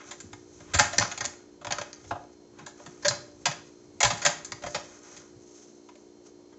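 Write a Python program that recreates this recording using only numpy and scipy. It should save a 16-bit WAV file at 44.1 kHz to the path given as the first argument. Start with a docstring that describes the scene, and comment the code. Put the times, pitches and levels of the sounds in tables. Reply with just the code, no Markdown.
"""A refrigerator hums in a home kitchen under a faint slide; then hollow clacks, rattles and soft slides follow.
Hands set a plastic vegetable slicer on a stone counter, take up a cucumber and fit the holder and pusher.
Knocks and thuds are noisy pushes that ring plastic and counter modes; slides are grainy friction noise,
with loose parts that rattle. The hum is a stack of compressor orders with whines and room air.
Sparse echoes follow the blows; a near, narrow-band microphone hears everything."""
import sys
import numpy as np
from scipy import signal
from scipy.fft import rfft, irfft
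from scipy.io import wavfile
from scipy.ndimage import uniform_filter1d

SR = 44100
rng = np.random.default_rng(int(sys.argv[2]) if len(sys.argv) > 2 else 0)


def wrap_up_sound(samples):
    """Save the sound to the file named by the first command line argument, as 16-bit audio."""
    columns = np.atleast_2d(samples).T
    # keep every value between -1 and 1, then stretch to whole-number steps
    tamed = np.clip(columns, -1, 1)
    steps = np.round(tamed * 32767).astype(np.int16)
    wavfile.write(sys.argv[1], SR, steps)


def convert_level_to_amplitude(level_db):
    """Map a level in decibels to its linear amplitude factor."""
    exponent = np.asarray(level_db, float) / 20
    return 10 ** exponent


N = 290178  # samples

# Levels in these tables are source levels, ahead of the microphone.
# compressor orders: multiple of the shaft rate, level_db (added to MOTOR_DB)
MOTOR_ORDERS = [(4, -16), (5, -3.5), (6, -2), (7, -8), (8, -15.5), (9, -22), (10, -25.5)]
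# thin refrigerator whines: pitch_hz, level_db (rms, before slow wander)
FRIDGE_WHINES = [(215, -68), (947, -75), (2186, -78.5), (3074, -78), (4199, -68.5)]
# spectrum shape of the room air: frequency_hz, density_db (per Hz, relative)
AIR_COLOUR = [(30, -15), (150, -3.5), (220, -1.5), (450, 4), (1000, -7), (1300, -11), (2800, -16.5),
              (5000, -9.5), (6500, -3.5), (8000, -20.5)]
# spectrum shape of the handling rumble: frequency_hz, density_db (per Hz, relative)
HANDLING_COLOUR = [(20, -9.5), (45, -11), (90, -4), (160, -4.5), (300, -25.5)]
# strokes of skin and plastic: firmest_s, level_db, dullness_db (scuff over hiss), swell_s, fade_s
STROKES = [(0.0, -47, 6.5, .01, 0.11), (.104, -40, -10, 0.12, 0.12), (.14, -48.5, -11, .02, 0.73),
           (.54, -50, -18, 0.17, 0.98), (0.719, -49.5, 2.5, 0.18, 0.059), (0.831, -37, 5.5, .03, 0.21),
           (0.976, -30, -11.5, 0.083, 0.031), (1.012, -27.5, 3, .02, 0.084), (1.11, -36.5, -3, 0.063, .14),
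           (1.28, -47, 2, 0.035, 0.19), (1.775, -48.5, 11.5, 0.085, 0.024), (1.85, -49.5, -1, .03, 0.37),
           (2.1, -41, -21, 0.12, .03), (2.171, -56, -5, .03, 0.27), (2.599, -52, 4, 0.063, 0.099),
           (2.79, -48, -7, 0.07, 1), (3.12, -41.5, 5.5, .03, 0.14), (3.43, -49.5, -35, 0.15, 0.031),
           (3.491, -44.5, 9.5, 0.028, 0.12), (3.66, -52, -12, 0.079, .55), (4.11, -38, -3.3, 0.033, 0.43),
           (4.29, -36.5, 4, 0.032, 0.14), (4.55, -52, 0, 0.22, 0.11), (4.7, -37, -18, 0.1, 0.24),
           (4.8, -45, -5.5, 0.017, 0.41), (5.15, -42.5, -8, .55, 0.21), (5.28, -53.5, -7, .1, 0.065),
           (5.58, -44.5, -18, 0.29, 0.39), (6.0, -57, -18, .1, 0.17), (6.267, -41.5, -14, 0.025, .04)]
# spectrum shape of the friction hiss: frequency_hz, density_db (per Hz, relative)
HISS_COLOUR = [(2000, -24.5), (3500, -15), (5000, -10.5), (6400, 3), (8000, -16.5)]
# curve that shapes the dull scuff after the slicer's modes: frequency_hz, density_db (per Hz, relative)
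SCUFF_COLOUR = [(350, -17.5), (600, -12), (1300, -3.5), (2300, -0.5), (4000, -6), (6000, -26.5)]
# blows that reach the counter: start_s, level_db, favoured_pitch_hz, push_length_ms
COUNTER_BLOWS = [(0.239, -45.5, 91.5, 2.3), (0.329, -47.5, 108, 2.9), (0.601, -57, 91.5, 4.9),
                 (0.743, -27, 86.1, 4), (0.799, -30, 108, 6.6), (0.983, -30.5, 101, 6.2),
                 (1.029, -37.5, 161, 4.5), (1.206, -45, 105, 3.5), (1.256, -45.5, 86.1, 6.8),
                 (1.669, -45, 98, 6.6), (1.712, -44.5, 140.6, 3.5), (1.787, -46.5, 89.7, 4.3),
                 (2.049, -54, 80.2, 4.1), (2.112, -35.5, 118, 6.2), (2.599, -48, 151, 22),
                 (2.858, -48.5, 145, 8.5), (3.049, -38.5, 128.5, 32), (3.082, -47.5, 126.3, 4.1),
                 (3.458, -36.5, 143, 12), (4.039, -32, 122, 7.5), (4.107, -38.5, 137, 12),
                 (4.254, -36.5, 148, 13), (4.522, -45, 114, 2.1), (4.636, -44, 152, 13),
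                 (4.745, -42, 132.8, 4.8), (5.169, -54.5, 152, 5.3), (5.348, -53.5, 124, 5)]
# modes of the stone counter: pitch_hz, level_db (relative)
COUNTER_MODES = [(66, -17), (92, -10.5), (115, -3.5), (141, 1), (165, 1.5), (200, -4), (240, 3.5)]
# blows on the plastic: start_s, tick_level_db, hollowness_db (low modes over the bright tick),
# favoured_pitch_hz, chatter_length_ms
PLASTIC_BLOWS = [(0.1101, -30, -11.5, 925, 5), (0.2014, -33, -19.5, 1440, 5.6),
                 (0.3304, -36.5, -3.5, 772, 2.9), (0.6035, -47, -1, 627, 3.1),
                 (0.7354, -20.5, -9, 1380, 11), (0.7417, -17.5, -9, 759, 8.1), (0.7868, -12, -4.5, 807, 11),
                 (0.7956, -8, -8, 1670, 1.9), (0.9286, -29, -2.5, 666, 7.8), (0.9823, -5.5, -22, 1814, 3.1),
                 (1.0154, -23, -14.5, 1087, 8.9), (1.0477, -30, 0, 1610, 2.7),
                 (1.1139, -26, -8.5, 1320, 4.2), (1.1762, -25, -12.5, 2390, 3.4),
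                 (1.2058, -21.5, -9, 1890, 5.6), (1.2434, -26.5, -7.5, 1070, 3.7),
                 (1.2521, -17.5, -30.5, 581, 2.3), (1.6124, -50.5, 8, 1220, 5.9),
                 (1.6465, -32.5, -0.5, 1520, 3.1), (1.6688, -30.5, 2, 984, 2.2), (1.7064, -26, -1, 797, 4),
                 (1.722, -16, -14, 586, 2.3), (1.7841, -27.5, 0.5, 1520, 2.7), (1.8134, -28.5, 1, 590, 3.2),
                 (1.9296, -30.5, -29, 576, 2.1), (2.0413, -50, -3, 810, 7.1), (2.1084, -40, 17, 777, 5.9),
                 (2.1534, -61.5, 29.5, 725, 5.6), (2.2383, -54, -5, 675, 2.3), (2.3276, -53, -25, 703, 3.3),
                 (2.5865, -45.5, -1, 1620, 6.5), (2.6615, -34, -6, 1700, 9.8), (2.7985, -60, 18, 620, 2.7),
                 (2.861, -38, -4.5, 1180, 4.3), (3.0235, -38.5, -8, 1850, 13),
                 (3.0476, -18.5, -0.5, 579, 8), (3.0822, -8.5, -25.5, 1630, 2.9),
                 (3.1083, -27, 0.5, 573, 1.7), (3.4552, -13, -9, 2450, 5.8), (3.5119, -29.5, -9, 586, 5),
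                 (4.0041, -14.5, -8.5, 2170, 5), (4.0297, -7.5, -10.5, 788, 4.2),
                 (4.0474, -14, -4.5, 1012, 5), (4.0755, -25.5, -13, 1874, 5), (4.1016, -21.5, -3, 774, 11),
                 (4.1719, -33, -14, 793, 6.1), (4.2162, -26, -8, 634, 14), (4.2497, -12, -10, 1777, 6.8),
                 (4.2615, -8.5, -10, 770, 3), (4.2894, -29.5, 0, 585, 3.9), (4.4468, -26, -37, 1490, 4.1),
                 (4.52, -24, -10, 2100, 2.2), (4.6209, -42, 0, 585, 5.4), (4.6364, -34.5, 4.5, 634, 3.9),
                 (4.6616, -34, 3, 622, 6.6), (4.7451, -23.5, -2.5, 591, 8.1),
                 (5.1651, -38.5, -14.5, 617, 5.3), (5.8876, -51.5, 5.5, 956, 4),
                 (5.9534, -52, 0.5, 604, 3.5), (6.5234, -59.5, 5, 530, 5.4)]
# modes of the plastic slicer: pitch_hz, level_db (relative)
SLICER_MODES = [(587, -1), (705, -2), (830, 0), (965, 0), (1060, 0.5), (1240, 2.5), (1440, 2), (1600, -1.5),
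                (1730, -3.5), (1850, -1.5), (2090, 0), (2270, -1.5), (2540, 0.5), (2950, -1), (3240, 3),
                (3750, 3), (4100, -12), (4700, -7.5), (5300, -7), (5600, -7.5), (6200, 1), (6550, 3),
                (6950, 3), (7300, -17)]
# decay of the kitchen's echoes: frequency_hz, t60_s
KITCHEN_DECAY = [(100, 0.38), (300, 0.94), (700, 0.38), (2000, 0.42), (5000, 0.42), (8000, 0.36)]
# response of the narrow-band microphone: frequency_hz, gain_db
MICROPHONE_RESPONSE = [(20, -13.5), (60, 2), (5000, -8.5), (7000, -10.5), (7500, -5), (8000, -14),
                       (8400, -24.5), (8800, -76), (12000, -79.5)]

MOTOR_HZ, MOTOR_DB, AIR_DB = 59.2, -53.5, -55.5
# hands lean on the counter around every thud: level at a thud of -38 dB, share of its strength, swell, fade, floor
RUMBLE_DB, RUMBLE_SHARE, RUMBLE_SWELL_S, RUMBLE_FADE_S, RUMBLE_REST_DB = -55.5, 0.61, 0.25, 0.25, -71.5
STROKE_RANGE_DB = 20  # how far a contact rises in its swell time and falls in its fade time
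CATCHES_PER_S = 590
RATTLES_PER_S, RATTLE_DB, RATTLE_SPREAD_DB = 70, -6.5, 7
RATTLE_LAW = 2.4  # rattle dB per stroke dB: only firm strokes shake parts loose
COUNTER_LOSS, PLASTIC_LOSS = 0.37, 0.05  # mode width over pitch, at the mean pitch of the modes struck
HOLLOW_TOP_HZ, CLACK_TOP_HZ, BODY_LOW_HZ = 1500, 4000, 480
CLACK_DB, CLACK_SHARE = -1.5, 0.4  # the middle modes take a share of the hollowness
FAVOUR_DB = 10  # lift of the plastic modes at the favoured pitch
KITCHEN_DB = -10.5


def evened(x):
    """Scales to rms 1."""
    return x / np.sqrt(np.mean(x ** 2) + 1e-20)


def read(points, hz):
    """Reads a curve on a log-frequency axis."""
    f, value = np.transpose(points)
    return np.interp(np.log(hz + 1), np.log(f + 1), value)


def coloured(x, points):
    """Multiplies the spectrum of x by the dB curve of points."""
    gain = convert_level_to_amplitude(read(points, np.fft.rfftfreq(len(x), 1 / SR)))
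    return irfft(rfft(x) * gain, len(x))


def wander(rate_hz):
    """Slow random drift of rms 1: noise through a one-pole lowpass."""
    pole = np.exp(-2 * np.pi * rate_hz / SR)
    return evened(signal.lfilter([1], [1, -pole], rng.standard_normal(N)))


def tents(s, db, swell_s, fade_s):
    """Sums the power of contacts that swell up to their moment and fade after it, straight in dB."""
    t = np.arange(0, N + 64, 64)[:, None] / SR - s
    distance = np.maximum(-t / np.maximum(swell_s, .005), t / np.maximum(fade_s, .005))
    power = convert_level_to_amplitude(2 * (db - STROKE_RANGE_DB * distance)).sum(1)
    return np.interp(np.arange(N), np.arange(len(t)) * 64, np.sqrt(power))


def ring(push, modes, loss, lift_db):
    """A push sounds damped modes, the lowest relatively narrower; the loudest 10 ms have rms 1."""
    hz, db = np.transpose(modes)[:, :, None]
    t = np.arange(len(push)) / SR
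    loss = loss * (hz / hz.mean()) ** .4
    sign = (-1) ** np.arange(len(modes))[:, None]  # neighbours in opposite phase
    strength = sign * convert_level_to_amplitude(db + lift_db[:, None])
    body = (strength * np.exp(-np.pi * loss * hz * t) * np.sin(2 * np.pi * hz * t)).sum(0)
    sound = signal.fftconvolve(push, body)[:len(push)]
    return sound / np.sqrt(uniform_filter1d(sound ** 2, size=SR // 100).max())


def refrigerator():
    """Compressor orders throb together at the shaft rate; thin whines and room air lie over them."""
    t = np.arange(N) / SR

    def tone(hz, db, phase):
        """A sine whose level wanders slowly."""
        drift_db = 1.8 * uniform_filter1d(wander(rate_hz=9), size=2000)
        return np.sqrt(2) * convert_level_to_amplitude(db + drift_db) * np.cos(2 * np.pi * hz * t + phase)

    hum = sum(tone(k * MOTOR_HZ, MOTOR_DB + db, .3 * k * k) for k, db in MOTOR_ORDERS)
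    whines = sum(tone(hz, db, 0) for hz, db in FRIDGE_WHINES)
    air = convert_level_to_amplitude(AIR_DB) * evened(coloured(rng.standard_normal(N), AIR_COLOUR))
    return hum + whines + air


def handling_rumble():
    """Hands leaning on the counter make low noise that swells around every thud."""
    s, thud_db = np.transpose(COUNTER_BLOWS)[:2]
    lean_db = RUMBLE_DB + RUMBLE_SHARE * (thud_db + 38)
    lean = tents(s, lean_db, RUMBLE_SWELL_S, RUMBLE_FADE_S) + convert_level_to_amplitude(RUMBLE_REST_DB)
    return lean * evened(coloured(rng.standard_normal(N), HANDLING_COLOUR))


def slicer_body():
    """The slicer's answer to a single impulse."""
    return ring(signal.unit_impulse(4096), SLICER_MODES, PLASTIC_LOSS, np.zeros(len(SLICER_MODES)))


def slides():
    """Friction is fine noise with sparse catches; its dull part sounds through the slicer's modes."""
    s, db, dull_db, swell_s, fade_s = np.transpose(STROKES)
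    catches = (rng.random(N) < CATCHES_PER_S / SR) * rng.standard_normal(N) * 5
    unsteady = convert_level_to_amplitude(1.7 * uniform_filter1d(wander(rate_hz=10), size=100))
    grains = (rng.standard_normal((2, N)) + catches) * unsteady
    hiss = evened(coloured(grains[0], HISS_COLOUR))
    through_body = signal.oaconvolve(grains[1], slicer_body())[:N]
    scuff = evened(coloured(through_body, SCUFF_COLOUR))
    return tents(s, db, swell_s, fade_s) * hiss + tents(s, db + dull_db, swell_s, fade_s) * scuff


def rattles():
    """Loose parts tap at random while they are moved, and ring the slicer's modes."""
    s, db, _, swell_s, fade_s = np.transpose(STROKES)
    strength = convert_level_to_amplitude(RATTLE_SPREAD_DB * np.minimum(rng.exponential(1, N), 4))
    taps = (rng.random(N) < RATTLES_PER_S / SR) * strength
    bursts = np.convolve(taps, np.exp(-np.arange(200) / 40), "full")[:N]
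    chatter = bursts * rng.standard_normal(N)  # each tap is about a ms of chatter
    shaking = tents(s, RATTLE_LAW * (db + 35) - 39, swell_s, fade_s)
    return convert_level_to_amplitude(RATTLE_DB) * shaking * evened(signal.oaconvolve(chatter, slicer_body())[:N])


def thuds():
    """A soft noisy push of a few ms shakes the counter's modes, most near its favoured pitch."""
    out, t = np.zeros(N + SR), np.arange(16384) / SR
    hz = np.array(COUNTER_MODES)[:, 0]
    for s, db, centre_hz, ms in COUNTER_BLOWS:
        push = rng.standard_normal(len(t)) * t * np.exp(-t * 1000 / max(ms, 1))
        lift_db = 12 * np.exp(-(np.log(hz / centre_hz) / 0.32) ** 2)
        out[round(s * SR):][:len(t)] += convert_level_to_amplitude(db) * ring(push, COUNTER_MODES, COUNTER_LOSS, lift_db)
    return signal.sosfilt(signal.butter(2, 45, "high", fs=SR, output="sos"), out[:N])


def knock_push(t, ms):
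    """A short chatter: a first touch, uneven contacts that die away, and rebounds of loose parts."""
    fade = (1 - np.exp(-t / 0.003)) * np.exp(-(t * 1000 / max(ms, .5)) ** 0.81)
    rebounds = uniform_filter1d(rng.random(len(t)) < 150 / SR, size=80, output=float) * 80
    fade = fade + 0.13 * (.5 + rebounds) * np.exp(-t * 1000 / (3.7 * ms + 8))  # loose parts settle
    contacts = rng.standard_normal(len(t))
    push = contacts * abs(contacts) ** 0.14 * fade  # a few contacts stand out
    push[4:16] += 0.5 * np.hanning(12)  # a blunt shove starts the low modes at once
    push[8] += 13.0 / (ms + 1)  # short blows start with a crack, long ones scrape in
    return push


def knocks():
    """Chattering blows ring the plastic; favoured pitch and chance set which modes speak, slightly detuned."""
    out, t = np.zeros(N + SR), np.arange(8192) / SR
    modes = np.array(SLICER_MODES, float)
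    hz = modes[:, 0]
    hollow, tick = hz < HOLLOW_TOP_HZ, hz >= CLACK_TOP_HZ
    clack = ~hollow & ~tick
    for s, tick_db, hollow_db, centre_hz, ms in PLASTIC_BLOWS:
        push = knock_push(t, ms)
        level_luck, pitch_luck = rng.standard_normal((2, len(hz)))
        lift_db = 1.5 * level_luck + FAVOUR_DB * np.exp(-(np.log(hz / centre_hz) / 0.098) ** 2)
        detune = 1 + .004 * np.log2(hz / 400) * pitch_luck
        detuned = modes * np.c_[detune, np.ones(len(hz))]
        clack_db = tick_db + CLACK_DB + CLACK_SHARE * hollow_db
        for db, pick in ((clack_db, clack), (tick_db + hollow_db, hollow), (tick_db, tick)):
            out[round(s * SR):][:len(t)] += convert_level_to_amplitude(db) * ring(push, detuned[pick], PLASTIC_LOSS, lift_db[pick])
    # the slicer is too small to radiate bass
    return signal.sosfilt(signal.butter(3, BODY_LOW_HZ, "high", fs=SR, output="sos"), out[:N])


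def kitchen(x):
    """Sparse echoes of random sign, each band dying at its own speed; three patterns crossfade steadily."""
    out = np.zeros(N)
    turn = 2 * np.pi * 1.7 * np.arange(N) / SR  # crossfade at 1.7 Hz
    at = np.arange(150, SR - 20, 20)  # one echo in every 20 samples
    for k in range(3):
        echoes = np.zeros(SR)
        echoes[at + rng.integers(0, 20, len(at))] = rng.choice([-1., 1.], len(at))
        hz, t, z = signal.stft(echoes, SR, nperseg=256)
        decay = convert_level_to_amplitude(-60 * t / read(KITCHEN_DECAY, hz)[:, None])
        tail = signal.istft(z * decay, SR, nperseg=256)[1]
        share = np.sqrt(2 / 3) * np.cos(turn + k * np.pi / 3)  # the three powers sum to 1
        out += signal.fftconvolve(x * share, tail / np.linalg.norm(tail))[:N]
    return out


def scene():
    """The refrigerator, handling and slides lie under knocks and thuds with their echo."""
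    background = refrigerator() + handling_rumble()
    strokes = slides() + rattles()
    blows = thuds() + knocks()
    return (background + strokes + blows + convert_level_to_amplitude(KITCHEN_DB) * kitchen(blows))[None]


def top_cut(x):
    """Nothing passes above the cut-off."""
    return signal.sosfilt(signal.butter(12, 8500, fs=SR, output="sos"), x)


def record(dry):
    """The microphone's narrow band, then a preamplifier that rounds off the loudest peaks."""
    heard = coloured(dry[0], MICROPHONE_RESPONSE)
    ceiling = 0.95  # of full scale
    finished = ceiling * np.tanh(heard / ceiling)[None]
    return top_cut(finished)


dry = scene()
out = record(dry)
wrap_up_sound(out)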